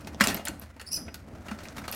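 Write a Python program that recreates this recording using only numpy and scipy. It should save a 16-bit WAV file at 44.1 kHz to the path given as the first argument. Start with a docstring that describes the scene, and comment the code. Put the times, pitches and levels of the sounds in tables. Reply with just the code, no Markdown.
"""A hard-walled room, one microphone close to a parked lawn mower with its engine off.
The folding steel handle is swung over and drops with a loud clatter: chattering knocks ring the
frame, metal contacts ping and the deck booms. The dry pivot sticks and slips in a squeak, then loose
parts knock and tick. Under it lie a low room hum and the soft rumble and rustle of handling."""
import sys
import numpy as np
from scipy import signal
from scipy.fft import rfft, irfft
from scipy.io import wavfile

SR = 44100
rng = np.random.default_rng(int(sys.argv[2]) if len(sys.argv) > 2 else 0)


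def unload_audio(sound):
    """Save the sound as a 16-bit wav file, at the path given as the first command line argument."""
    columns = np.transpose(np.atleast_2d(sound))
    # keep every value between -1 and 1, then stretch to whole-number steps
    steps = np.round(np.clip(columns, -1, 1) * 32767)
    wavfile.write(sys.argv[1], SR, steps.astype(np.int16))


N = 85995
TOP_HZ = 16100  # upper limit of the sound


def amp(db):
    """Decibels to gain."""
    return 10 ** (np.asarray(db) / 20)


def unit_rms(x):
    """Scales to rms 1."""
    return x / np.sqrt(np.mean(x ** 2) + 1e-20)


def at_hz(points, hz):
    """Interpolates (Hz, value) points on a log-frequency axis."""
    point_hz, value = np.transpose(points)
    return np.interp(np.log(hz + 1), np.log(point_hz + 1), value)


def add(mix, start_s, sound):
    """Mixes a sound in at its start time."""
    part = mix[max(round(start_s * SR), 0):][:len(sound)]
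    part += sound[:len(part)]


def colour(x, spectrum):
    """Minimum-phase filter that follows (Hz, dB) points."""
    log_gain = np.log(amp(at_hz(spectrum, abs(np.fft.fftfreq(8192, 1 / SR)))))
    response = np.exp(np.conj(signal.hilbert(log_gain)))
    taps = np.fft.ifft(response).real[:4096]
    return signal.fftconvolve(x, taps)[:len(x)]


def wobble(rate_hz):
    """Smooth random motion up to a rate, at rms 1."""
    rolloff = 1 + (np.fft.rfftfreq(N, 1 / SR) / rate_hz) ** 4
    return unit_rms(irfft(rfft(rng.standard_normal(N)) / rolloff, N))


# The room's reverberation. Each row: frequency in Hz, seconds to fall by 60 dB.
ROOM_T60 = [(100, 0.34), (400, 0.72), (1500, 0.33), (4000, 0.35), (8000, 0.35), (16000, 0.23)]

def room(x, wet_db, early_db=3.5, early_decay_s=0.0097):
    """The microphone hears the direct sound, early reflections off floor and mower, and a dull tail."""
    t = np.arange(SR) / SR
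    hz, age_s, spectra = signal.stft(rng.standard_normal(SR), SR, nperseg=256)
    decay = amp(-60 * age_s / at_hz(ROOM_T60, hz)[:, None])
    tail = signal.istft(spectra * decay, SR, nperseg=256)[1][:SR]
    tail *= np.clip(t / 0.00067 - .5, 0, 1)  # starts just behind the direct sound
    reflections = rng.standard_normal(SR) * (rng.random(SR) < .04)
    early = reflections * (t > .002) * np.exp(-t / early_decay_s)
    echo = tail / np.linalg.norm(tail) + amp(early_db) * early / np.linalg.norm(early)
    return x + amp(wet_db) * signal.fftconvolve(x, echo)[:N]


# The steady noise of the room. Each row: frequency in Hz, relative level in dB.
AIR_SPECTRUM = [(20, -49), (40, -5), (58, 13.5), (110, 8.5), (200, -9), (400, -21.5), (1000, -29),
                (2000, -9), (3500, -26), (8000, -77), (16000, -96)]

def room_tone(hum_hz=79.5, hum_width_hz=13, hum_db=-52.5, air_db=-56):
    """All around the microphone: faint room noise and a wavering low hum."""
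    phase = 2 * np.pi * hum_hz * np.arange(N) / SR
    hum = (1 + wobble(hum_width_hz)) * np.cos(phase) + wobble(hum_width_hz) * np.sin(phase)
    air = colour(rng.standard_normal(N), AIR_SPECTRUM)
    return amp(hum_db) * unit_rms(hum) + amp(air_db) * unit_rms(air)


# The handle's rumble and its rustle. Each row: frequency in Hz, relative level in dB.
RUMBLE_SPECTRUM = [(25, -33), (50, -6), (75, -2), (140, -3), (215, 1), (300, -2.5), (420, -13.5),
                   (650, -12), (1500, -31), (6000, -74)]
RUSTLE_SPECTRUM = [(50, 11), (300, -6), (600, 14), (850, 6.5), (1400, 10.5), (2200, 1.5), (3300, -4.5),
                   (6000, -6), (10000, -11.5), (16000, -16.5)]
# The course of the swing. Each row: time in seconds, rumble level in dB, rustle level in dB.
HANDLING_LEVELS = [(0, -47.5, -52.5), (.10, -44.5, -59), (.19, -47, -53), (.27, -34.5, -33.5),
                   (.39, -43, -60), (.44, -71, -49), (.50, -41.5, -59), (.62, -53, -55.5), (.72, -58, -62),
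                   (.88, -56, -58), (1.0, -44.5, -55), (1.11, -49, -61.5), (1.19, -53.5, -59),
                   (1.32, -44, -58.5), (1.44, -48.5, -55), (1.54, -47.5, -51), (1.72, -47.5, -51.5),
                   (1.84, -44, -49), (1.95, -62.5, -43.5)]

def handling(crackles_per_s=260, crackle_db=-6, flicker_db=3.0, flicker_hz=35):
    """Close by, the moving handle rumbles, and rubs unevenly with a fine crackle."""
    t = np.arange(N) / SR
    times, rumble_db, rustle_db = np.transpose(HANDLING_LEVELS)
    rumble = unit_rms(colour(rng.standard_normal(N), RUMBLE_SPECTRUM))
    crackle = unit_rms(rng.standard_normal(N) * (rng.random(N) < crackles_per_s / SR))
    rustle = unit_rms(colour(rng.standard_normal(N) + amp(crackle_db) * crackle, RUSTLE_SPECTRUM))
    rumble *= amp(np.interp(t, times, rumble_db))
    rustle *= amp(np.interp(t, times, rustle_db) + flicker_db * wobble(flicker_hz))
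    return rumble + rustle


# The pivot's chirps, hopping between a lower and a higher pitch.
# Each row: start in seconds, length in seconds, pitch in Hz, level in dB.
PIVOT_CHIRPS = [(0.86, 0.015, 4620, -46), (0.868, 0.017, 5160, -42), (0.884, 0.01, 4830, -42),
                (0.892, 0.033, 5280, -56), (0.91, 0.019, 5530, -33), (0.914, 0.023, 5035, -32),
                (.927, 0.012, 5755, -31), (0.935, 0.015, 5240, -29), (0.944, 0.0227, 5934, -31),
                (.957, 0.0205, 4996, -30)]
# The tone of a chirp. Each row: multiple of the pitch, relative level in dB.
CHIRP_PARTIALS = [(.5, -25), (1, -1.5), (1.5, -20), (2, -8), (3, -21)]

def pivot_squeak(pitch_rise=0.028, jitter=.014, waver_hz=700, flutter_db=3, rasp_db=-17, rasp_hz=1400):
    """The dry pivot sticks and slips in short, slightly rising chirps with a rasp."""
    out = np.zeros(N)
    for start_s, length_s, hz, db in PIVOT_CHIRPS:
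        progress = np.arange(0, 1, 1 / (length_s * SR))
        n = len(progress)
        waver, flutter = wobble(waver_hz)[:n], wobble(waver_hz)[:n]
        cycles = np.cumsum(hz * (1 + pitch_rise * (progress - .5) + jitter * waver)) / SR
        slips = sum(amp(part_db) * np.sin(2 * np.pi * k * cycles) for k, part_db in CHIRP_PARTIALS)
        tone = unit_rms(slips * amp(flutter_db * flutter))
        rasp = wobble(rasp_hz)[:n] * np.sin(4 * np.pi * cycles)  # a noisy skirt around the octave
        swell = np.minimum(np.minimum(progress, 1 - progress) / 0.44, 1)  # 44% in, 44% out
        add(out, start_s, amp(db) * swell * (tone + amp(rasp_db) * rasp))
    return out


# Blows that make a panel of the deck boom. Each row: start in seconds, pitch in Hz, level in dB.
DECK_BLOWS = [(0.209, 206.5, -16.5), (.452, 578, -39), (0.49, 297, -32.5), (1.514, 211, -27)]

def deck_booms(rise_s=0.0042, t60_s=0.13):
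    """A struck panel swells within milliseconds and rings down on one low note."""
    t, out = np.arange(SR // 2) / SR, np.zeros(N)
    swell = 1 - np.exp(-t / rise_s)
    for start_s, hz, db in DECK_BLOWS:
        add(out, start_s, amp(db - 60 * t / t60_s) * swell * np.sin(2 * np.pi * hz * t))
    return out


# Hard metal contacts. Each row: start in seconds, pitch in Hz, peak level in dB.
METAL_CONTACTS = [(0.209, 1860, -6), (0.217, 1880, -10), (0.2399, 5000, -17), (.272, 7280, -14),
                  (.345, 12500, -17.5), (.365, 12300, -32), (.457, 3330, -29.5), (0.4836, 7230, -19.5),
                  (0.5969, 11420, -31.5), (0.615, 12300, -41), (1.5165, 1260, -26.5), (1.685, 4770, -46),
                  (1.784, 1200, -28.5), (1.844, 1830, -39), (1.8816, 1270, -25.5), (1.9144, 11860, -21.5),
                  (1.925, 5050, -30), (1.947, 11400, -30)]

def metal_pings(modes=6, spread=0.078, decay_s=0.00057):
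    """Each tiny contact rings a cluster of close modes that dies in a few milliseconds."""
    t, out = np.arange(1024) / SR, np.zeros(N)
    for start_s, hz, db in METAL_CONTACTS:
        detune, phase = rng.uniform(-0.51, 1, (2, modes, 1))
        cluster = np.sin(2 * np.pi * (hz * (1 + spread * detune) * t + phase)).sum(0)
        ping = cluster * t * np.exp(-t / decay_s)
        add(out, start_s, amp(db) * ping / abs(ping).max())
    return out


# Modes of the frame and deck. Each row: pitch in Hz, relative level in dB, seconds to fall by 60 dB.
FRAME_MODES = [(214, -16, .14), (283, -12, .25), (573, -17, .25), (1000, -18, .22), (1355, -13, .18),
               (1519, -15, .18), (1618, -14, .16), (1850, -16, .2), (1896, -15, .22), (2105, -16, .22),
               (2835, -15, .1), (4278, -16, .14), (4603, -17, .14)]

def frame_ring(knocks, ring_db):
    """The knocks, together with the ringing they set off in the tubes and deck."""
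    t, ring = np.arange(SR) / SR, np.zeros(SR)
    for hz, db, t60_s in FRAME_MODES:
        scale = 2 * np.log(1000) / (t60_s * SR)  # makes the gain at resonance independent of the decay
        ring += scale * amp(db - 60 * t / t60_s) * np.sin(2 * np.pi * hz * t)
    return knocks + amp(ring_db) * signal.fftconvolve(knocks, ring)[:N]


# The tone all knocks share. Each row: frequency in Hz, relative level in dB.
KNOCK_SPECTRUM = [(100, -11), (210, -0.5), (380, -5.5), (820, -2.5), (1090, -8), (1350, 1), (1600, -2.5),
                  (2800, 1.5), (3400, 0.5), (4500, 4.5), (7500, -4.5), (11000, -6.5), (16000, -12)]
# Knocks of the handle and its fittings. Each row: start in seconds, relative levels in dB of the
# thud, body, clack and snap bands, decay in milliseconds.
HANDLE_KNOCKS = [(.005, -58, -62, -55, -58, 9.5), (0.0463, -54, -69, -52.5, -70, 2.9),
                 (.071, -38.5, -41.5, -42.5, -49.5, 5.9), (.146, -42.5, -54, -48.5, -64, 0.63),
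                 (0.2, -42, -32, -36, -48, 7.4), (0.2071, -26.5, -18, -21, -28.5, 10),
                 (0.2376, -35, -26, -26, -28, 6.5), (0.2723, -31.5, -33.5, -26.5, -30.5, 0.93),
                 (0.28, -29.5, -33, -26.5, -35.5, 17.6), (0.297, -35, -30, -57, -39, 22),
                 (0.344, -34.5, -38, -37.5, -43, 8.4), (0.367, -36.5, -37, -39.5, -46.5, 11),
                 (.394, -37.5, -43.5, -52, -61, 5.4), (0.4524, -47, -49, -44, -33.5, 2.4),
                 (.456, -49.5, -46.5, -41.5, -52, 16), (.470, -56, -31.5, -35, -51, 9.4),
                 (.4835, -42, -47, -39, -38.5, 0.84), (.614, -46.5, -60, -50, -51.5, 18),
                 (.764, -49, -55, -61, -66, 4.5), (0.796, -66, -42, -45.5, -55, 8.2),
                 (0.813, -48, -45, -45.5, -48, 4), (1.08, -42, -42.5, -60, -77, 7.8),
                 (1.142, -67, -44.5, -40, -43.5, 5.1), (1.4829, -42, -39.5, -46.5, -56, 6.6),
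                 (1.5114, -41.5, -37, -45, -55, 6.5), (1.587, -59, -47.5, -48, -68, 6.1),
                 (1.603, -52, -48, -52, -63, 7.3), (1.632, -46.5, -58, -47.5, -53.5, 14),
                 (1.653, -71, -43, -51.5, -60, 5), (1.6858, -67, -54, -45, -79, 0.68),
                 (1.766, -56, -47, -45.5, -53, 6.4), (1.780, -39.5, -38, -42, -47, 9),
                 (1.8391, -67, -42, -50, -68, 8.9), (1.8785, -39.5, -39.5, -37.5, -43.5, 7.6),
                 (1.923, -50, -40.5, -36, -37, 9.6), (1.937, -40, -43, -39, -55, 21)]

def handle_knocks(shove_s=0.00058, shove_db=-12, rise_share=0.12, grit=0.23, spot_db=2):
    """Close to the microphone, each knock is a blunt shove and a short burst of chattering contacts."""
    t, out = np.arange(8192) / SR, np.zeros(N)
    edges_hz = [178.5, 813, 2230, 8460, TOP_HZ]  # thud, body, clack and snap lie between these
    bands = [signal.butter(3, pair, "band", fs=SR, output="sos") for pair in zip(edges_hz, edges_hz[1:])]
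    hz = np.geomspace(100, TOP_HZ, 70)
    shove = amp(shove_db) * t / shove_s * np.exp(-t / shove_s)
    for start_s, *levels_db, decay_ms in HANDLE_KNOCKS:
        age = 1000 * t / decay_ms
        envelope = np.exp(-age) * (1 - np.exp(-age / rise_share)) / np.sqrt(decay_ms)
        grain, size = rng.standard_normal((2, len(t)))
        chatter = grain * np.exp(grit * size) * envelope
        # each struck spot has resonances of its own
        tone_db = at_hz(KNOCK_SPECTRUM, hz) + spot_db * rng.standard_normal(len(hz))
        burst = colour(shove + chatter, np.transpose([hz, tone_db]))
        for band, db in zip(bands, levels_db):
            part = signal.sosfilt(band, burst)
            part *= np.sqrt(.025 * SR) / np.linalg.norm(part)  # the energy of 25 ms at rms 1
            add(out, start_s, amp(db) * part)
    return out


def scene():
    """At the microphone, in mono: the mower and its echoes over handling noise and room tone."""
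    clatter = room(frame_ring(handle_knocks(), ring_db=14.5), wet_db=-11) * amp(-6)
    pings_and_booms = room(metal_pings() + deck_booms(), wet_db=-25.5)
    squeak = room(pivot_squeak(), wet_db=-8.5)
    return (clatter + pings_and_booms + squeak + handling() + room_tone())[None]


def record(dry):
    """The recorder cuts off the highest treble."""
    lowpass = signal.firwin(255, TOP_HZ, window=("kaiser", 9), fs=SR)
    return signal.oaconvolve(dry, lowpass[None], "same")


dry = scene()
out = record(dry)
unload_audio(out)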